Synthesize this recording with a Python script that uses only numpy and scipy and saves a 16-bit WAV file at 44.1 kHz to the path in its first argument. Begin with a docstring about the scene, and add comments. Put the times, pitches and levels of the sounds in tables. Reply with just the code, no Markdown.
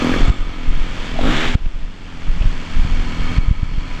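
"""A four-stroke dirt bike rolls into a concrete tunnel, heard from a microphone on the rider.
Its firings excite the resonances of exhaust and airbox, which bark in two blips of throttle and
reverberate in the tunnel; at low revs the engine hums and its cases clatter. Turbulent wind buffets
the microphone, and the hardest gusts make a limiter duck everything."""
import sys
import numpy as np
from scipy import signal
from scipy.fft import rfft, irfft
from scipy.io import wavfile
from scipy.ndimage import uniform_filter1d, minimum_filter1d

SR = 44100
rng = np.random.default_rng(int(sys.argv[2]) if len(sys.argv) > 2 else 0)


def int16_out(signal):
    """Quantize to a 16-bit WAV file."""
    q = np.round(np.clip(np.atleast_2d(signal).T, -1, 1) * 32767)
    wavfile.write(sys.argv[1], SR, q.astype(np.int16))


N = 176400
TIME = np.arange(N) / SR
# firing rate of the engine (t/s, f/Hz)
FIRING_RATE = [(0, 41), (.07, 41), (.14, 45), (.45, 45.8), (.63, 41), (.79, 44.1), (1, 44.7), (1.15, 40.4),
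               (1.21, 44), (1.386, 76.9), (1.46, 85), (1.95, 45), (2.15, 41.4), (2.36, 43.3), (2.5, 41.2),
               (3, 39.8), (3.53, 43.3), (4, 41.5)]


def amp(db):
    """Amplitude ratio of a level in decibels."""
    return 10 ** (np.asarray(db) / 20)


def unit(x):
    """Normalisation to rms 1."""
    return x / np.sqrt(np.mean(x ** 2) + 1e-20)


def curve(points):
    """Linear interpolation of a time table at every sample."""
    return np.interp(TIME, *np.transpose(points))


def at_hz(points, hz):
    """Interpolation of a spectrum on a log-frequency axis."""
    f, value = np.transpose(points)
    return np.interp(np.log(hz + 1), np.log(f + 1), value)


def colour(x, spectrum):
    """Minimum-phase filtering to a given spectral shape; output rms 1."""
    hz = abs(np.fft.fftfreq(16384, 1 / SR))
    log_gain = np.log(amp(at_hz(sorted(spectrum), hz)))
    response = np.exp(np.conj(signal.hilbert(log_gain)))
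    taps = np.fft.ifft(response).real[:8192]
    return unit(signal.fftconvolve(x, taps)[:N])


def drift(rate_hz):
    """Low-pass noise: a smooth random fluctuation of rms 1."""
    hz = np.fft.rfftfreq(N, 1 / SR)
    return unit(irfft(rfft(rng.standard_normal(N)) / (1 + (hz / rate_hz) ** 4), N))


def ring(x, hz, width_hz):
    """Forced response of one damped resonator; output rms 1."""
    pole = np.exp((2j * np.pi * hz - np.pi * width_hz) / SR)
    return unit(signal.lfilter([1], [1, -pole], x).real)


def resonances(force, modes):
    """Noise modulated by a force drives each mode; two resonators in cascade steepen its flanks."""
    return sum(amp(db) * ring(ring(force * rng.standard_normal(N), hz, width), hz, width)
               for hz, width, db in modes)


def bursts(cycles, decay):
    """An envelope that jumps to a random height each cycle and decays exponentially (decay in cycles)."""
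    heights = rng.uniform(.5, 1, 1000)
    return unit(heights[cycles.astype(int)] * np.exp(-(cycles % 1) / decay))


def exhaust(cycles, unevenness=0.3, scatter_s=0.0077, direct=0.43):
    """Scattering and resonance: the silencer's baffles spread each firing pulse, and its chamber rings."""
    # strength of the pulses (t/s, level/dB)
    load = [(0, -21), (.14, -23.5), (.2, -30.5), (.45, -33.5), (1.15, -35.5), (1.235, -21.5), (1.31, -23.5),
            (1.38, -38.5)]
    # response of the pipe (f/Hz, relative level/dB)
    pipe_response = [(30, -19.5), (170, 11), (270, 11.5), (480, 2.5), (660, 0), (880, -2), (1250, -6),
                     (4000, -27), (10000, -37)]
    onsets = np.diff(np.floor(cycles), prepend=0)
    firings = unit(onsets * (1 + unevenness * rng.uniform(-1, 1, N)))
    age = TIME[:1500]
    baffles = rfft(rng.standard_normal(len(age)) * np.exp(-age / scatter_s))
    reflections = irfft(baffles / np.sqrt(abs(baffles)))  # spectrum partly flattened
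    scattered = signal.fftconvolve(firings, reflections)[:N]
    pulses = unit(scattered) + direct * firings
    softened = signal.sosfilt(signal.butter(2, 2500, fs=SR, output="sos"), firings)
    boom = amp(-0.5) * ring(softened, hz=249, width_hz=24)
    return (colour(pulses, pipe_response) + boom) * amp(curve(load))


def rasp(cycles, steady=0.94):
    """Flow noise: gas rushes through intake and silencer, modulated by the firings."""
    # strength of the rasp (t/s, level/dB)
    level = [(0, -51), (.14, -40), (.28, -34.5), (.36, -38.5), (1.15, -33.5), (1.35, -21.5), (1.47, -22),
             (1.57, -41), (2.5, -43)]
    # spectral density of the flow noise (f/Hz, relative level/dB)
    spectrum = [(350, -26.5), (800, 0.5), (1300, 3.5), (2400, 4), (3600, 3.5), (4600, -10), (7600, -15),
                (9500, -34.5)]
    flow = steady + bursts(cycles, decay=1.0)
    return colour(flow * rng.standard_normal(N), spectrum) * amp(curve(level))


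def intake(cycles):
    """Cavity resonance: each gulp of air makes the airbox snarl."""
    # strength of the inrush (t/s, level/dB)
    level = [(0, -34), (.27, -28.5), (.5, -35), (1.1, -56), (1.33, -34), (1.65, -47)]
    # airbox modes (f/Hz, bandwidth/Hz, relative level/dB)
    airbox_modes = [(690, 80, -11.5), (1242, 123, -2.5), (2244, 130, -11.5), (3470, 110, -11.5)]
    return resonances(bursts(cycles, decay=0.74), airbox_modes) * amp(curve(level))


def hum(cycles, waver_db=1.0):
    """Low harmonics of the firing rate, amplitude-modulated by a slow waver and a fast shake."""
    # strength of the hum (t/s, level/dB)
    level = [(0, -27.5), (1.1, -32.5), (1.55, -34.5), (2, -27), (4, -26.5)]
    # partials (harmonic number, relative level/dB)
    harmonics = [(2, 5), (3, -13.5), (4, 1), (5, -5), (6, -4), (7, -9), (9, -15.5)]
    tone = np.zeros(N)
    for k, db in harmonics:
        shake = 1 + .3 * drift(rate_hz=25)
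        gain = amp(db + waver_db * drift(rate_hz=3.6))
        tone += gain * shake * np.cos(2 * np.pi * (k * cycles + rng.random()))
    return unit(tone) * amp(curve(level))


def clatter(cycles, steady=5.3, valves=0.31):
    """Structure-borne sound: piston, valves and chain rattle the engine cases twice per firing."""
    # strength of the rattle (t/s, level/dB)
    rattle_level = [(0, -24), (.6, -30.5), (1.05, -26.5), (1.15, -30.5), (1.7, -26.5), (1.95, -28),
                    (2.35, -25.5), (2.75, -25.5), (3.2, -29.5), (3.45, -29.5), (4, -25.5)]
    # spectral density of the cases' rattle (f/Hz, relative level/dB)
    case_spectrum = [(30, -43.5), (130, 9.5), (400, -3), (870, -4), (1290, -5), (1420, -4), (2550, -5),
                     (3400, -6.5), (3860, -15.5), (4550, -13), (4860, -15), (7590, -22.5), (8320, -29),
                     (10300, -43), (11500, -38), (13000, -59)]
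    # strength of the ringing (t/s, level/dB)
    ring_level = [(0, -22), (.6, -25), (1.7, -31), (2.6, -25.5), (4, -20.5)]
    # modes of the engine parts (f/Hz, bandwidth/Hz, relative level/dB)
    modes = [(994, 73, -18), (1260, 142, -16), (1720, 220, -22), (2247, 153, -14.5), (3194, 99, -21),
             (4317, 220, -23)]
    force = steady + bursts(2 * cycles, decay=0.27) + valves * bursts(cycles, decay=0.12)
    rattle = colour(force * rng.standard_normal(N), case_spectrum) * amp(curve(rattle_level))
    return rattle + resonances(force, modes) * amp(curve(ring_level))


def tunnel(x):
    """Reverberation: dense reflections decay exponentially, each band at its own rate."""
    # reverberation time (f/Hz, T60/s)
    t60 = [(100, 1.0), (10000, 0.83)]
    hz, t, bands = signal.stft(rng.standard_normal(SR), SR, nperseg=256)
    decay = amp(-60 * t / at_hz(t60, hz)[:, None])
    tail = signal.istft(bands * decay, SR, nperseg=256)[1]
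    return signal.fftconvolve(x, tail / np.linalg.norm(tail))[:N]


def wind(lumps_db=6.0):
    """Turbulence: slow, lumpy pressure swings at the microphone, softly saturated."""
    # strength of the gusts (t/s, level/dB)
    level = [(0, -18), (.33, -1.5), (.48, -5.5), (.6, -14.5), (.7, -4.5), (.85, -9.5), (1.05, -14.5),
             (1.34, -7.5), (1.42, -18), (1.6, -9.5), (1.8, 3.5), (1.95, -21.5), (2.19, -13), (2.28, 2.5),
             (2.6, -13), (2.82, -4.5), (3.1, -15.5), (3.52, -6), (3.78, -11.5), (4, -15)]
    # spectral density of the pressure (f/Hz, relative level/dB)
    spectrum = [(5, -8), (15, 1.5), (25, 0.5), (45, -18), (80, -28), (160, -30), (400, -61), (1500, -95)]
    eddies = rng.standard_normal(N) * amp(lumps_db * drift(rate_hz=14.4))
    return unit(np.tanh(0.53 * colour(eddies, spectrum))) * amp(curve(level))


def pops():
    """Combustion transients: single charges catch with a hollow resonance as the throttle opens."""
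    # harsh firings (t/s, level/dB, f/Hz, bandwidth/Hz, rise and decay time/s)
    charges = [(0.139, -20, 1650, 700, 0.006), (1.166, -28, 650, 90, 0.015),
               (1.191, -18.5, 660, 300, 0.006)]
    return sum(np.exp(-abs(TIME - t) / decay) * resonances(1, [(hz, width, db)])
               for t, db, hz, width, decay in charges)


def thumps(low_hz=22, top_hz=320):
    """Pressure pulses: eddies strike the microphone, and a high-pass gives each push a slow rebound."""
    # eddy strikes (t/s, relative level/dB, rise and decay time/s)
    strikes = [(0.283, -1, 0.0019), (0.303, 8.5, 0.003), (0.679, -0.5, 0.016), (1.554, 15, 0.0012),
               (1.664, 8.5, 0.0087), (2.413, 6, 0.0051), (2.456, 7.5, 0.0049), (2.851, -1, 0.0015),
               (3.385, 6.5, 0.0021), (3.485, 7.5, 0.0044), (3.512, 11.5, 0.0028), (3.632, 6.5, 0.0022),
               (3.781, 4, 0.0043)]
    push = sum(amp(db) * np.exp(-abs(TIME - t) / width) for t, db, width in strikes)
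    push = signal.sosfiltfilt(signal.butter(4, top_hz, fs=SR, output="sos"), push)
    return 1.508 * signal.sosfilt(signal.butter(1, low_hz, "high", fs=SR, output="sos"), push)


def squeak(cycles, centre_s=0.32, half_length_s=0.087, pitch_hz=7580, peak_db=-37.5):
    """A gated, frequency-modulated tone: one thin chirp per cycle just after the throttle shuts."""
    gate = np.exp(-((cycles % 1 - 0.33) / 0.15) ** 2)
    window = np.exp(-((TIME - centre_s) / half_length_s) ** 4)
    hz = pitch_hz + 70 * drift(rate_hz=420)
    return amp(peak_db) * gate * window * np.sin(2 * np.pi * np.cumsum(hz) / SR)


def rev_note(cycles, threshold_hz=48):
    """Formant filtering: at high revs the firings merge into harmonics that sweep the pipe's resonances."""
    # strength of the note (t/s, level/dB)
    level = [(1.19, -45), (1.245, -21.5), (1.39, -21), (1.46, -22), (1.53, -42)]
    # spectral envelope (f/Hz, relative level/dB)
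    formants = [(150, -5), (325, 3), (500, -5), (670, -3), (850, -11), (1200, -6)]
    hz = curve(FIRING_RATE)
    tone = np.zeros(N)
    for k in range(2, 31):
        gain = amp(at_hz(formants, k * hz) + 2 * drift(rate_hz=12))
        tone += gain * np.cos(2 * np.pi * (k * cycles + rng.random()))
    return unit(tone) * amp(curve(level)) * (hz > threshold_hz)


def knocks(decay_s=0.0031):
    """Impact noise: short, dull knocks from the gearbox and chassis."""
    # impacts (t/s, level/dB)
    impacts = [(1.553, -17), (1.66, -15.5), (2.407, -22.5), (2.425, -15), (3.383, -20)]
    # spectral density of a knock (f/Hz, relative level/dB)
    spectrum = [(300, 14.5), (1800, -6.5), (2550, 9), (9000, -38)]
    envelope = sum(amp(db) * np.exp(-abs(TIME - t) / decay_s) for t, db in impacts)
    return envelope * colour(rng.standard_normal(N), spectrum)


def scene(reverb_db=-8):
    """Superposition of engine, reverberation and wind; only the gas-flow sounds excite the tunnel."""
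    cycles = 0.15 + np.cumsum(curve(FIRING_RATE)) / SR  # engine phase, one cycle per firing
    gas = exhaust(cycles) + rasp(cycles) + intake(cycles) + pops()
    bike = gas + amp(reverb_db) * tunnel(gas)
    bike += hum(cycles) + clatter(cycles) + squeak(cycles) + knocks() + rev_note(cycles)
    return (bike + wind() + thumps())[None]


def record(dry, threshold=0.86, hold_s=0.18, recovery_db_per_s=9.5, cutoff_hz=13400):
    """Peak limiting: the gain drops at once, holds and recovers; soft clipping and a low-pass follow."""
    excess_db = np.maximum(20 * np.log10(abs(dry[0]) / threshold + 1e-9), 0)
    half_hold = int(hold_s * SR / 2)
    held_db = -minimum_filter1d(-excess_db, 2 * half_hold + 1, origin=half_hold, mode="constant")
    recovery_db = TIME * recovery_db_per_s
    duck_db = np.maximum.accumulate(held_db + recovery_db) - recovery_db
    duck_db = uniform_filter1d(uniform_filter1d(duck_db, size=130), size=130)
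    ducked = dry * amp(-duck_db)
    rounded = ducked / (1 + (ducked / .97) ** 8) ** (1 / 8)
    low_pass = signal.firwin(511, cutoff_hz, window=("kaiser", 9), fs=SR)
    return signal.oaconvolve(rounded, low_pass[None], "same")


dry = scene()
out = record(dry)
int16_out(out)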